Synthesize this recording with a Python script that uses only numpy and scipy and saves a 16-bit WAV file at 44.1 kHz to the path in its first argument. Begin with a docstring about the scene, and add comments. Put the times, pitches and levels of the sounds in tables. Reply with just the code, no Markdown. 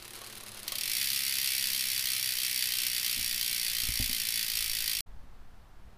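"""In a garage, a bicycle on a work stand: the crank drives the chain, stops, and the rear wheel coasts.
Three pawls snap off each of 21 ratchet teeth, a slowly falling buzz that rings hub, cassette and spokes.
Chain rollers tick, slack knocks the frame and hard walls answer; a draught and soft bumps reach the
microphone. At five seconds the buzz stops dead; after a blink of silence the quiet garage is left."""
import sys
import numpy as np
from scipy import signal
from scipy.fft import rfft, irfft
from scipy.io import wavfile

SR = 44100
rng = np.random.default_rng(int(sys.argv[2]) if len(sys.argv) > 2 else 0)


def wav_out(sig):
    """Save sig, one row per channel (or a flat mono array), as 16-bit PCM at SR to the path in sys.argv[1]."""
    wavfile.write(sys.argv[1], SR, np.round(np.clip(np.atleast_2d(sig).T, -1, 1) * 32767).astype(np.int16))


N = 263491
T = np.arange(N) / SR

# The bright snap of a pawl. 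Each row: frequency in Hz, relative gain in dB.
SNAP_EQ = [(300, -32.5), (1000, -29.5), (2000, -18), (3200, -3.5), (4600, -3), (5500, 1), (6000, -5),
           (7500, -7.5), (8600, -0.5), (9400, -3.5), (10800, 3), (12900, -3.5), (13800, 2), (15300, -9.5)]
# The wheel's after-ring. Each row: frequency in Hz, relative gain in dB.
WHEEL_EQ = [(300, -18), (950, -30.5), (1500, -12.5), (2100, -1), (3200, 0), (4600, -1.5), (6000, -7),
            (7500, -9), (10500, -7.5), (15000, -7.5)]
# The ring of hub shell, cassette and disc. Each row: pitch in Hz, width in Hz, relative level in dB.
HUB_RINGS = [(1110, 24, -72), (1295, 24, -73), (1917, 22, -56.5), (2076, 26, -58), (2225, 80, -53),
             (2436, 22, -57), (2635, 50, -55), (3160, 70, -53), (3454, 22, -52), (4170, 50, -54),
             (4580, 190, -43), (4729, 40, -52), (5420, 170, -48.5), (5600, 35, -51), (6283, 30, -59),
             (6725, 16, -60), (8061, 28, -58), (8600, 400, -52), (9720, 80, -55), (9857, 55, -54),
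             (10002, 32, -55), (11043, 45, -52), (11420, 80, -54), (12200, 150, -52), (13370, 110, -51),
             (14400, 250, -49.5)]
# The rustle of the running chain. Each row: frequency in Hz, relative gain in dB.
CHAIN_EQ = [(200, -12), (350, 1), (500, -5), (800, -6.5), (1100, -4.5), (1600, -5.5), (2400, -4.5),
            (4300, -2.5), (6000, -10), (7400, -10.5), (11000, -8.5), (15000, -15)]
# The tick of one roller. Each row: frequency in Hz, relative gain in dB.
ROLLER_EQ = [(500, -14), (2000, -2), (3400, -2), (4200, 3), (5900, -3.5), (6500, 1), (7400, -9),
             (8400, 0.5), (10000, 2.5), (11100, 3.5), (11500, -3), (12100, 5), (12700, -11), (14500, -4.5)]
# Drivetrain knocks as the load changes. Each row: start in seconds, strength in dB.
KNOCK_HITS = [(0.216, -46.5), (.432, -56), (.722, -42.5)]
# The knocked frame. Each row: pitch in Hz, gain in dB, seconds to fall 60 dB.
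FRAME_MODES = [(580, -10, .09), (640, -3, 0.065), (735, -6, 0.068), (1101, 0, 0.1), (1220, -8, 0.1)]
# Dull bumps on the microphone. Each row: start in seconds, strength in dB, bass weight in dB.
BUMP_HITS = [(3.170, -38, -12), (3.188, -37.5, -6), (3.834, -41.5, -4), (3.889, -37.5, 7),
             (3.999, -26.5, 0.5), (4.095, -33, -20), (5.237, -49, -11)]
# The bumped mount and housing. Each row: pitch in Hz, gain in dB, seconds to fall 60 dB.
HOUSING_MODES = [(54.6, -3, 0.17), (107.4, 0, 0.07), (209, -6, 0.052), (250.3, -9, 0.15), (400, -21, 0.047),
                 (570, -12, 0.03), (765, -17, 0.076)]
# The rumble of the draught. Each row: frequency in Hz, relative gain in dB.
DRAUGHT_EQ = [(15, 8), (30, -6.5), (55, -5), (90, -16.5), (160, -22.5), (300, -39), (800, -65), (3000, -68)]
# Gusts on the microphone. Each row: peak time in seconds, level in dB.
GUST_PEAKS = [(3.25, -45.5), (3.9, -40), (4.6, -43.5), (5.1, -39.5), (5.5, -46), (5.85, -43)]
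# The garage's still air. Each row: frequency in Hz, relative gain in dB.
AIR_EQ = [(100, -2.5), (160, -9.5), (320, -10.5), (500, -11), (800, -8.5), (1500, -13.5), (2500, -20.5),
          (4500, -24), (7000, -30.5), (15000, -33.5)]
# A humming motor. Each row: pitch in Hz, level in dB until the buzz stops.
MOTOR_TONES = [(103, -66), (121, -66.5), (208, -66), (249, -75.5)]

FIRST_CLICK_S, BUZZ_END_S, ROOM_RETURN_S = 0.6789, 5.0075, 5.06
TEETH, PAWLS = 21, 3
WHEEL_TEETH_PER_S, DRAG_PER_S = 69.427, 0.055534  # speed at the first click, and how fast it ebbs
CASSETTE_SHARE, CRANK_STOP_S = 0.695, 1.0125  # share of wheel speed at the first click; time of rest
FIRST_LINK_S, LINK_HZ, DRIVE_END_S, LAST_ROLLER_S = 0.0243, 36.47, 0.62, 0.631


def freehub(fade_db_per_s=0.17):
    """The pawls snap and rattle in the hub; the wheel carries each snap on, softer as it slows."""
    times, sizes = pawl_drops()
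    blows = taps(times, sizes)
    clicks = times[0], sizes.mean(axis=0)
    snaps = turning_body(*clicks, t60=0.0105, rise=0.0003, alike=0.35)
    snaps += undb(-17) * chatter(blows, decay_s=0.0023)
    shell = turning_body(*clicks, t60=0.023, rise=0.0018, alike=0.074)
    wheel = turning_body(*clicks, t60=0.12, rise=0.002, alike=0.48) * undb(-fade_db_per_s * T)
    rings = sum(level(resonate(blows, hz, width), db) for hz, width, db in HUB_RINGS)
    low_cut = signal.butter(3, 1250, "high", fs=SR)  # the rings carry little below about 1.25 kHz
    rings = undb(-0.5) * signal.lfilter(*low_cut, rings)
    attack = level(colour(snaps + undb(1.5) * shell, SNAP_EQ), -37.5)
    return attack + level(colour(wheel, WHEEL_EQ), -38) + rings


def pawl_drops(stagger_s=0.0009, wobble_s=0.00012, wear_s=0.00005, wear_db=1.96, scatter_db=1.65):
    """Times and sizes of the drops; each tooth is worn its own way, so the pattern loops every turn."""
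    passed = teeth_passed()
    click = np.arange(int(np.interp(BUZZ_END_S, T, passed)) + 1)
    late, wear = rng.uniform(-0.91, 1, (TEETH, 2, PAWLS))[click % TEETH].transpose(1, 2, 0)
    pawl = np.arange(PAWLS)[:, None]
    # the off-centre ratchet draws the pawls together and apart, and swells once a turn
    wobble = np.sin(2 * np.pi * (click / TEETH + pawl / PAWLS))
    swell_db = 0.23 * np.cos(2 * np.pi * (click / TEETH - 0.14))
    times = np.interp(click, passed, T) + pawl * stagger_s + wobble_s * wobble + wear_s * late
    speed = np.interp(times, T, np.gradient(passed) * SR) / WHEEL_TEETH_PER_S
    force_db = 0.2 * np.log2(speed) - pawl  # slow teeth land gently; each next pawl is 1 dB softer
    uneven_db = wear_db * wear + scatter_db * rng.standard_normal(times.shape)
    return times, undb(force_db + swell_db + uneven_db)


def teeth_passed():
    """Ratchet teeth passed since the first click: the coasting wheel gains on the stopping cassette."""
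    wheel = WHEEL_TEETH_PER_S * np.exp(-DRAG_PER_S * (T - FIRST_CLICK_S))
    cassette = wheel * np.interp(T, [FIRST_CLICK_S, CRANK_STOP_S], [CASSETTE_SHARE, 0])
    passed = np.cumsum(wheel - cassette) / SR
    return passed - np.interp(FIRST_CLICK_S, T, passed)


def turning_body(times, sizes, t60, rise, alike):
    """Each tooth strikes a new spot with its own ring; neighbouring spots share some of their tone."""
    spots = np.array([tail(t60, rise) for _ in range(TEETH)])
    spots = spots + alike * np.roll(spots, 1, axis=0)
    spots /= np.linalg.norm(spots, axis=1, keepdims=True)
    out = np.zeros(N + SR)
    for k, (start, size) in enumerate(zip((times * SR).astype(int), sizes)):
        out[start:start + spots.shape[1]] += size * spots[k % TEETH]
    return out[:N]


def chain(fade_db_per_s=23):
    """Rollers tick onto the chainring; sprocket and pulleys add softer ticks over a greasy rustle."""
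    links = np.arange(FIRST_LINK_S, DRIVE_END_S, 1 / LINK_HZ)
    offbeats = links[4::4] + 0.73 / LINK_HZ  # one link in four also ticks between the rollers
    seating = taps(links, undb(-19.5 + rng.standard_normal(len(links))))
    seating += taps(offbeats, np.full(len(offbeats), undb(-19)))
    seating += taps(LAST_ROLLER_S, undb(-19.5))  # the last roller drops as the chain goes slack
    rollers = colour(chatter(seating, decay_s=0.0029), ROLLER_EQ)
    pulley_times = np.arange(0, CRANK_STOP_S, 1 / (3 * LINK_HZ))
    late, size = rng.uniform(-1, 1, (len(pulley_times), 2)).T
    pulleys = chatter(taps(pulley_times + 0.00054 * late, undb(6.4 * size - 26)), decay_s=0.01)
    side_plates = undb(-11) * chatter(seating, decay_s=0.0041)
    rustle = undb(-58) * rng.standard_normal(N)
    sprocket_ring = undb(-1) * resonate(chatter(seating, decay_s=0.0037), hz=4200, width=320)
    run_down = undb(-fade_db_per_s * np.maximum(T - DRIVE_END_S, 0))
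    return rollers + sprocket_ring + colour(pulleys + side_plates + rustle, CHAIN_EQ) * run_down


def knocks():
    """Slack in the drivetrain closes and rings the frame."""
    starts, db = np.transpose(KNOCK_HITS)
    frame = sum(undb(gain_db) * mode(hz, t60) for hz, gain_db, t60 in FRAME_MODES)
    return convolve(taps(starts, undb(db)), frame)


def walls(bike):
    """Hard walls throw the bicycle back; air and clutter dull the echoes."""
    echoes = convolve(bike, tail(t60=0.75, rise=0.0039))
    return signal.lfilter(*signal.butter(1, 6000, fs=SR), echoes)


def bumps(rebound_s=0.0169, rebound_db=-12, contact_s=0.0014):
    """Soft bumps ring the housing and rebound once; heavy ones also shake the mount's deep modes."""
    starts, db, weight_db = np.transpose(BUMP_HITS)
    ringing = 0
    for hz, gain_db, t60 in HOUSING_MODES:
        sizes = undb([db, db + rebound_db]) * undb(weight_db * (hz < 150))
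        blows = taps([starts, starts + rebound_s], sizes)
        ringing += undb(gain_db) * convolve(blows, mode(hz, t60))
    push = np.sin(np.pi * T[T < contact_s] / contact_s) ** 2
    return convolve(ringing, push / push.sum())


def draught(rise_s=0.13, fall_s=0.29, steady_db=-59.5):
    """Moving air rumbles on the microphone; each gust swells quickly and ebbs more slowly."""
    gusts = [undb(db) * np.exp(-np.maximum((s - T) / rise_s, (T - s) / fall_s)) for s, db in GUST_PEAKS]
    strength = np.sqrt(undb(steady_db) ** 2 + np.sum(np.square(gusts), axis=0))
    return level(colour(rng.standard_normal(N), DRAUGHT_EQ)) * strength


def garage():
    """A bed of still air and a wavering motor hum, which sits lower once the buzz has stopped."""
    air = level(colour(rng.standard_normal(N), AIR_EQ), -61)
    hum = 0
    for hz, db in MOTOR_TONES:
        waver = level(resonate(resonate(rng.standard_normal(N), hz, 14), hz, 14), -6)
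        hum += level(np.sin(2 * np.pi * hz * T) + waver, db)
    return air + hum * np.where(T < BUZZ_END_S, 1, undb(-6.5))


def chatter(contacts, decay_s):
    """Each contact becomes a short, fading rattle, never twice alike."""
    decay = decay_s * SR / 2
    power = signal.lfilter([1 / decay], [1, -np.exp(-1 / decay)], contacts ** 2 + 1e-18)
    return np.sqrt(power) * rng.standard_normal(N)


def tail(t60, rise):
    """A wash of modes or echoes that build and die together; times in seconds, unit energy."""
    t = T[T < t60][:SR // 2]
    noise = rng.standard_normal(SR // 2)[:len(t)]
    response = noise * np.exp(-np.log(1000) * t / t60) * (1 - np.exp(-t / rise))
    return response / np.linalg.norm(response)


def mode(hz, t60):
    """One struck, dying tone."""
    t = T[:SR // 4]
    return np.exp(-np.log(1000) * t / t60) * np.sin(2 * np.pi * hz * t)


def taps(times, sizes):
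    """One impulse for each contact."""
    samples = np.clip(np.ravel(times) * SR, 0, N).astype(int)
    return np.bincount(samples, np.ravel(sizes), N + 1)[:N]


def resonate(x, hz, width):
    """One resonance, gain 1 at the centre."""
    return signal.lfilter(*signal.iirpeak(hz, hz / width, fs=SR), x)


def colour(x, points, size=8192):
    """Minimum-phase EQ of unit energy through (Hz, dB) points."""
    hz, db = np.transpose(points)
    bins_hz = np.arange(size // 2 + 1) * SR / size
    gain = undb(np.interp(np.log(bins_hz + 1), np.log(hz), db))
    cepstrum = irfft(np.log(gain))
    cepstrum[1:size // 2] *= 2
    cepstrum[size // 2 + 1:] = 0
    response = irfft(np.exp(rfft(cepstrum)))
    return convolve(x, response / np.linalg.norm(response))


def convolve(x, response):
    """Play x through an impulse response."""
    return signal.oaconvolve(x, response)[:N]


def level(x, db=0):
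    """Scale to an rms level."""
    return x * undb(db) / np.sqrt(np.mean(x ** 2))


def undb(db):
    """Decibels to gain."""
    return 10 ** (np.asarray(db) / 20)


def scene():
    """The bicycle up front with its echoes, both stopping dead; bumps, draught and room tone behind."""
    bike = freehub() + chain() + knocks()
    foreground = (bike + undb(-6) * walls(bike)) * (T < BUZZ_END_S)
    return (foreground + bumps() + draught() + garage())[None]


def record(dry, fade_in_s=0.0088, top_hz=15250):
    """Everything drops out briefly as the buzz ends; a steep low-pass takes off the very top."""
    gate = (T < BUZZ_END_S) + np.clip((T - ROOM_RETURN_S) / fade_in_s, 0, 1)
    return signal.sosfilt(signal.ellip(10, 0.2, 80, top_hz, fs=SR, output="sos"), dry * gate)


dry = scene()
out = record(dry)
wav_out(out)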